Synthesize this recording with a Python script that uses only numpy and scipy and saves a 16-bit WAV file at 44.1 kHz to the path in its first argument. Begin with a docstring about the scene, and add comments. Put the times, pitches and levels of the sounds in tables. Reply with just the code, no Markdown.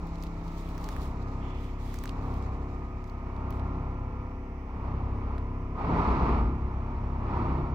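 """From the start a machine drones in a sheet-metal hall, heard from a field: sines hum on a steady rotor pitch, a faint
knock marks each turn, grinding and rumbling noise swell with the load, and a wall panel booms on an unsteady sine.
Near a hand-held two-port microphone, dry grass swishes as clumped noise and stalks snap as short rings and sizzles.
A shoe scuffs near 1.5 s; the walker stands by about 4 s, and one more stalk snaps near 5.4 s.
Near 6 s the microphone swings along the wall, and the panel throbs in a first surge; a second surge nears 7.4 s."""
import sys
import numpy as np
from scipy import signal
from scipy.fft import rfft, irfft, next_fast_len
from scipy.io import wavfile
from scipy.ndimage import uniform_filter1d, map_coordinates

SR = 44100
rng = np.random.default_rng(int(sys.argv[2]) if len(sys.argv) > 2 else 0)


def inscribe(sig):
    """Save sig as 16-bit PCM at rate SR to the path in sys.argv[1].

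    A 1-D sig is mono; a 2-D sig holds one channel per row.
    Samples are clipped to [-1, 1] before scaling.
    """
    pcm = np.round(np.clip(np.atleast_2d(sig).T, -1, 1) * 32767)
    wavfile.write(sys.argv[1], SR, pcm.astype(np.int16))


def field_ratio(decibels):
    """Amplitude ratio for a level in dB (20 dB per decade); scalars and array-likes work."""
    return 10 ** (np.asarray(decibels, dtype=float) / 20)


N = 341334  # length in samples

ROTOR_HZ = 33.404  # turns a second
SURGE_DB = 7.2  # load above this is a surge
FULL_DB = 6.5  # the strong orders and the rumble stop growing this far into a surge

# Material passing through the machine, as load over idling: time_s, load_db
LOAD_CURVE = [(0, 2.5), (.58, 2.5), (1.01, 6), (1.62, 3), (1.98, 1.4), (2.2, 8), (2.55, 5.5), (3.08, 0),
              (3.45, 6.5), (3.7, 8.5), (4.1, 3), (4.6, -0.5), (4.87, 8), (5.35, 5.5), (5.73, 2), (5.8, 15),
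              (5.98, 20.5), (6.12, 21), (6.27, 19.5), (6.4, 15), (6.57, 6), (7.179, 7), (7.36, 15.5),
              (7.5, 14.5), (7.62, 11), (7.74, 8.5)]
# Strong multiples of the rotor pitch: multiple, idle_db, db_per_swell_db, db_per_surge_db,
# extra_db at the walker's first spot, extra_db once the microphone has turned
STRONG_ORDERS = [(1, -40.5, 0.5, -0.06, -0.2, -0.7), (2, -43.5, 0.77, -0.26, -1.5, 3.5),
                 (3, -48.5, 1.25, -0.63, -11, 2), (4, -58, 1.89, 0.9, -7, 0),
                 (5, -55.5, 0.77, 1.5, 9.5, -5), (7, -52.5, .5, 0.74, -5.5, 0.9),
                 (8, -51.5, 0.64, 1.31, -3, -4.5), (9, -58, .5, 1.3, 4, -1.7),
                 (10, -65.5, .5, 2.13, 9.5, 3), (11, -55, 0.56, 0.52, -16, -0.7),
                 (20, -60.5, -0.04, .5, 1.5, -4.5)]
# Weaker multiples, set against their common level: multiple, relative_db
WEAK_ORDERS = [(6, -5), (12, -10), (13, -10), (14, -9), (15, -10), (16, -15), (17, -11), (18, -15),
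               (19, -14), (21, -14), (22, -15), (23, -12), (24, -11), (25, -13), (26, -11), (27, -11),
               (28, -11), (29, -14), (30, -11), (31, -12), (32, -13), (33, -12), (35, -19), (36, -14),
               (37, -11), (39, -17), (41, -17)]
# Sound colours, as relative power at each pitch: pitch_hz, relative_db
CLATTER_COLOUR = [(1350, -44), (1450, 12.5), (1650, 6), (2250, -16), (2500, -33.5)]
GRINDING_COLOUR = [(90, -30.5), (185, 3), (300, -2), (416, -3), (545, -13.5), (690, -4.5), (760, -6.5),
                   (930, 0), (1050, -4), (1230, -3.5), (1380, -10.5), (1600, -21), (2280, -20.5),
                   (3100, -32), (4370, -35), (6050, -44.5), (6800, -53.5), (7600, -49.5), (8300, -62.5),
                   (9800, -65.5), (11000, -92)]
LOW_RUMBLE_COLOUR = [(22, -35.5), (40, 1.5), (60, 4), (85, 3), (120, -4), (160, -4), (250, -13), (400, -23),
                     (520, -24.5), (600, -70)]
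COARSE_BLADE_COLOUR = [(2500, -19.5), (3800, 3), (5500, -2.5), (6500, -3.5), (7800, -7.5), (9000, -45.5)]
FINE_BLADE_COLOUR = [(6500, -44.5), (8000, 0), (9500, -4.5), (11500, -1), (13000, -5), (15000, 1.5),
                     (15700, -2.5), (15800, -47.5)]
SOIL_COLOUR = [(1300, -25), (1900, -3), (2600, -5.5), (3500, -4), (3900, -32.5)]
HISS_COLOUR = [(1300, -28.5), (1700, 12), (2300, 14), (2900, 3.5), (4000, -12.5), (5000, -5.5),
               (6100, -4.5), (6900, -18), (7600, -11.5), (8000, -24), (8800, -21), (11000, -18.5),
               (15700, -20), (15800, -63.5)]
# Wall panel throbbing during the first surge: peak_s, level_db, half_length_s
PANEL_THROBS = [(6.005, -30.5, .035), (6.108, -24, 0.049), (6.256, -30, .045), (6.351, -34, 0.044),
                (6.446, -25.5, .045), (6.637, -39, 0.066)]
# Grass rustle between sweeps, before the blades' common lift: time_s, level_db
RUSTLE_CURVE = [(0, -68.5), (2.3, -71.5), (2.8, -76), (4.0, -88), (4.2, -105)]
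# Legs sweeping through grass, before the layer levels: peak_s, level_db, rise_s, fall_s
LEG_SWEEPS = [(.24, -77, .07, 0.058), (.45, -84, 0.066, 0.074), (.63, -80, 0.075, 0.071),
              (1.05, -69.5, 0.46, 0.065), (1.65, -75, 0.071, 0.064), (1.95, -68, 0.14, 0.078),
              (2.07, -72, 0.067, .04), (2.25, -78, 0.027, 0.06), (2.37, -76, .04, 0.036),
              (3.1, -81, .05, .04), (3.55, -82, 0.039, .07)]
# Stalks breaking, before small trims: start_s, crack_db, crack_hz, sizzle_db, left_minus_right_db
STALK_SNAPS = [(0.0712, -46.5, 5150, -62.5, -4), (0.156, -39.5, 4160, -72.5, -4),
               (0.1842, -43, 3940, -79.5, -1.5), (0.2249, -35, 5700, -60.5, -3),
               (0.2362, -33.5, 3620, -52, -5), (0.2666, -41.5, 4000, -66, -1),
               (0.4798, -41.5, 4460, -68, -3), (0.6893, -45.5, 3610, -60.5, -8.5),
               (0.7786, -38.5, 5630, -57.5, 9.5), (0.812, -48, 3650, -63, -4.5),
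               (0.842, -35, 5400, -59.5, 3), (0.8884, -34, 5600, -51, -2),
               (0.9645, -50, 5680, -62.5, -18.5), (1.942, -39, 5730, -48.5, -4),
               (1.9584, -47, 3540, -55, -4.5), (1.9877, -34.5, 6500, -64.5, -2.5),
               (2.0378, -33.5, 3900, -47, -8), (2.0563, -33.5, 6400, -53.5, 1),
               (2.0758, -33.5, 4060, -71.5, -7), (2.0926, -29, 3730, -75.5, -4.5),
               (2.3396, -45, 3610, -64, -10.5), (2.4244, -49, 3820, -75.5, -15),
               (3.0412, -49, 5900, -85, 10), (3.0969, -44.5, 4330, -79, 7),
               (3.364, -48.5, 3750, -86.5, -11), (3.5054, -41.5, 4000, -56, -13.5),
               (3.525, -44, 3670, -70.5, -5), (3.5962, -45.5, 3540, -81.5, -16.5),
               (3.7566, -56, 3810, -92.5, -1), (5.3813, -43.5, 3800, -75, -1)]
# Duller knocks that go with some breaks: start_s, level_db, left_minus_right_db
STALK_THUDS = [(0.7793, -34.5, 5), (0.8422, -42.5, 1.5), (0.889, -30.5, -6), (0.965, -32.5, -9),
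               (1.9427, -33, -6), (2.0388, -33.5, -9), (2.0564, -28, 1), (2.4247, -44, -11),
               (5.3807, -36.5, -4)]
# How alike the hall's noise is on the left and right: pitch_hz, likeness (1 = the same)
HALL_LIKENESS = [(60, 1), (150, 0.98), (300, .965), (640, 0.9), (1000, 0.7), (1410, .4), (3100, 0.24),
                 (6800, .15)]
# How far the left port trails the right for hall sounds: pitch_hz, lag_radians
PORT_LAG = [(60, 0.11), (150, .09), (300, 0.25), (600, 0.69), (1000, 0.93), (1640, 1.7), (2400, 0.45)]
# Difference in the two ports' colour: pitch_hz, left_minus_right_db
PORT_COLOUR = [(40, 1.0), (200, 0.1), (500, 1.4), (750, 1.3), (1100, -1.1), (1400, -4), (2380, -8),
               (4400, 4.4), (8120, -5), (15000, 2.2)]


def unit(x):
    """Scale x to an average (rms) level of 1."""
    return x / np.sqrt(np.mean(x ** 2) + 1e-20)


def along(points, hz):
    """Read a value at each pitch from (pitch, value) points on a log axis."""
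    f, v = np.transpose(points)
    return np.interp(np.log(hz + 1), np.log(f + 1), v)


def over_time(points, late_s=0):
    """Join (time, value) points into one value per sample, optionally late."""
    s, value = np.transpose(points)
    return np.interp(np.arange(N) / SR - late_s, s, value)


def wobble(rate):
    """A smooth random curve through `rate` random points a second."""
    coarse = np.arange(0, N + 64, 64)
    knots = rng.standard_normal(int(N * rate / SR) + 4)
    return np.interp(np.arange(N), coarse, map_coordinates(knots, [coarse * rate / SR]))


def bumps(rows):
    """Add up smooth swells (peak s, dB, rise s, fall s) as one gain."""
    t = np.arange(N) / SR
    return sum(field_ratio(db) * np.exp(-((t - s) / np.where(t < s, rise, fall)) ** 2)
               for s, db, rise, fall in rows)


def filtered(x, response):
    """Change the level and timing of each pitch in x by a complex response."""
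    m = next_fast_len(N + 8192)
    return irfft(rfft(x, m) * response(np.fft.rfftfreq(m, 1 / SR)), m)[..., :N]


def rush(spectrum, alike=HALL_LIKENESS, excite=1):
    """Coloured stereo noise at rms 1; excite shapes it in time before colouring."""
    def response(hz):
        colour = field_ratio(along(spectrum, hz)) * (hz < spectrum[-1][0])  # silent above the last point
        angle = np.arccos(np.clip(along(alike, hz), -1, 1)) / 2
        return colour * np.array([np.cos(angle), np.sin(angle)])

    mid, side = filtered(excite * rng.standard_normal((2, N)), response)
    return unit(np.array([mid + side, mid - side]))


def load(late_s=0):
    """Split the machine's load in dB into the usual swell and the surge above it."""
    now = over_time(LOAD_CURVE, late_s)
    return np.minimum(now, SURGE_DB), np.maximum(now - SURGE_DB, 0)


def rotor():
    """Count the turns made so far at a steady speed."""
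    return ROTOR_HZ * np.arange(N) / SR


def first_spot():
    """Fade from 1 at the walker's first spot to 0 after leaving it."""
    leave_s, stride_s = 0.99, 0.072
    return 1 / (1 + np.exp((np.arange(N) / SR - leave_s) / stride_s))


def turned():
    """Go from 0 to 1 as the microphone swings along the wall."""
    start_s, swing_s = 5.98, 0.34
    return np.clip((np.arange(N) / SR - start_s) / swing_s, 0, 1)


def overtone_db():
    """Let the weaker orders' common level follow the load."""
    swell, surge = load()
    return -55.5 + 0.79 * swell + 0.65 * surge


def hum():
    """One sine per rotor order; the hall smears the pulse, and higher overtones waver more."""
    smear = 0.3468  # radians, times the multiple squared
    swell, surge = load(0.082)[0], np.minimum(load(0.092)[1], FULL_DB)  # each follows the load late
    angle, early, swung, weak_db = 2 * np.pi * rotor(), first_spot(), turned(), overtone_db()
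    sound = np.zeros(N)
    for k, idle_db, per_swell, per_surge, early_db, turned_db in STRONG_ORDERS:
        level_db = idle_db + per_swell * swell + per_surge * surge
        level_db = level_db + early_db * early + turned_db * swung + 1.5 * wobble(3.37)
        sound += field_ratio(level_db) * np.sin(k * angle - smear * k * k)
    delays = 2 * np.pi * rng.random(len(WEAK_ORDERS))
    for (k, relative_db), delay in zip(WEAK_ORDERS, delays):
        level_db = weak_db + relative_db + (2.1 + 0.0592 * k) * wobble(2.01)
        path_waver = 0.015 * k * wobble(2)  # radians
        sound += field_ratio(level_db) * np.sin(k * angle - delay + path_waver)
    return np.sqrt(2) * sound


def clatter():
    """A faint knock once a turn, spread out by the hall's fading echoes."""
    under_db, spread_s = -20, 0.036
    knocks = np.diff(np.floor(rotor()), prepend=0)
    echoes = rng.standard_normal((2, 2000)) * np.exp(-np.arange(2000) / SR / spread_s)
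    spread_out = signal.fftconvolve(knocks[None], echoes, axes=1)[:, :N]
    coloured = filtered(spread_out, lambda hz: field_ratio(along(CLATTER_COLOUR, hz)))
    return field_ratio(overtone_db() + under_db) * unit(coloured)


def grind():
    """Material grinds as noise pulsed once a turn; strong surges raise its treble further."""
    swell, surge = load()
    pulse = 1 + 0.041 * np.sin(2 * np.pi * rotor())
    level_db = -51 + swell + 1.108 * surge + 0.78 * wobble(7.1)
    sound = field_ratio(level_db) * rush(GRINDING_COLOUR, excite=pulse)
    treble = filtered(sound, lambda hz: 1 / (1 + (3320 / (hz + 1)) ** 4))
    treble_db = np.maximum(0.34 * (surge - 14), -1)  # unchanged at a 14 dB surge, 1 dB down at most
    return sound + (field_ratio(treble_db) - 1) * treble


def rumble():
    """Low noise follows the load slightly late, up to a limit in a surge."""
    swell, surge = load(0.064)
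    level_db = -45.5 + 0.59 * swell + 1.34 * np.minimum(surge, FULL_DB)
    level_db = level_db + 1.5 * first_spot() + 0.6 * turned()
    return field_ratio(level_db) * rush(LOW_RUMBLE_COLOUR)


def boom():
    """A wall panel booms on an unsteady low pitch; it swells with the load and throbs at listed times from 6 s."""
    pitch_hz = 56.66 + 2.39 * wobble(10)
    panel = np.sqrt(2) * np.sin(2 * np.pi * np.cumsum(pitch_hz) / SR)
    throbs = bumps([(s, db, half, half) for s, db, half in PANEL_THROBS])
    swell = load(0.064)[0]
    return (field_ratio(-51.5 + swell) + throbs) * panel


def swish():
    """Rubbing blades and scuffed soil are clumped noise with a crackle of tiny grains."""
    rustle, sweep = field_ratio(over_time(RUSTLE_CURVE)), bumps(LEG_SWEEPS)
    grain_db = np.minimum(1.5 * rng.exponential(size=N // 40 + 1), 9)
    grains = field_ratio(grain_db.repeat(40)[:N])  # each lasts about a millisecond
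    apart = [(1000, 0.056)]  # left and right are almost unrelated
    coarse = np.hypot(rustle, field_ratio(4) * sweep)
    fine = np.hypot(field_ratio(-14) * rustle, sweep)
    blades = coarse * rush(COARSE_BLADE_COLOUR, apart, grains)
    blades = blades + fine * rush(FINE_BLADE_COLOUR, apart, grains)
    scuff = bumps([(1.47, -55.5, 0.064, 0.18)])  # a shoe drags once
    soil = (field_ratio(7.5) * sweep + scuff) * rush(SOIL_COLOUR, apart, grains)
    lift_db, clump_db = 2.0, 2.1
    return field_ratio(lift_db + clump_db * wobble(40)) * blades + field_ratio(clump_db * wobble(25.94)) * soil


def hiss():
    """Far fans and the microphone's own noise form a steady hiss."""
    return field_ratio(-62.5) * rush(HISS_COLOUR, [(1000, 0.091)])


def ring(hz, db, t60):
    """A short sine that fades by 60 dB in t60 seconds."""
    t = np.arange(600) / SR
    return field_ratio(db - 60 * t / t60) * np.sin(2 * np.pi * hz * t)


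def snaps():
    """A break is a crack, a sizzle and brief splinters, some with a thud; the noise differs at each port."""
    out, t = np.zeros((2, N + 700)), np.arange(600) / SR
    noises = rng.standard_normal((len(STALK_SNAPS), 2, 602))
    for (s, crack_db, crack_hz, sizzle_db, pan_db), noise in zip(STALK_SNAPS, noises):
        crack = ring(crack_hz, crack_db + 0.18, 0.0018)
        treble = np.diff(noise, n=2)  # differencing twice leaves mostly treble
        sizzle = field_ratio(sizzle_db + 4.5 - 60 * t / 0.0036) * treble
        rough = uniform_filter1d(noise, size=12)[:, 2:] * 3
        splinters = ring(crack_hz, crack_db - 9, 0.016) * rough
        start = round(s * SR) + 30  # the break comes 30 samples after its listed time
        out[:, start:][:, :600] += (crack + sizzle + splinters) * field_ratio([[pan_db / 2], [-pan_db / 2]])
    for s, db, pan_db in STALK_THUDS:
        out[:, round(s * SR):][:, :600] += ring(1700, db, 0.0034) * field_ratio([[pan_db / 2], [-pan_db / 2]])
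    return out[:, :N]


def scene():
    """The hall's sounds arrive from one side; the grass is close."""
    hall = hum() + clatter() + grind() + rumble() + boom()
    hall = filtered(hall, lambda hz: np.exp(-0.5j * np.outer([1, -1], along(PORT_LAG, hz))))
    return hall + swish() + snaps()


def low_pass(x):
    """Removes everything above the highest recorded frequency."""
    return signal.sosfilt(signal.butter(12, 16520, fs=SR, output="sos"), x)


def record(dry):
    """The two microphone ports colour the scene and its steady hiss differently."""
    ports = filtered(dry + hiss(), lambda hz: field_ratio(np.outer([0.5, -0.5], along(PORT_COLOUR, hz))))
    return low_pass(ports)


dry = scene()
out = record(dry)
inscribe(out)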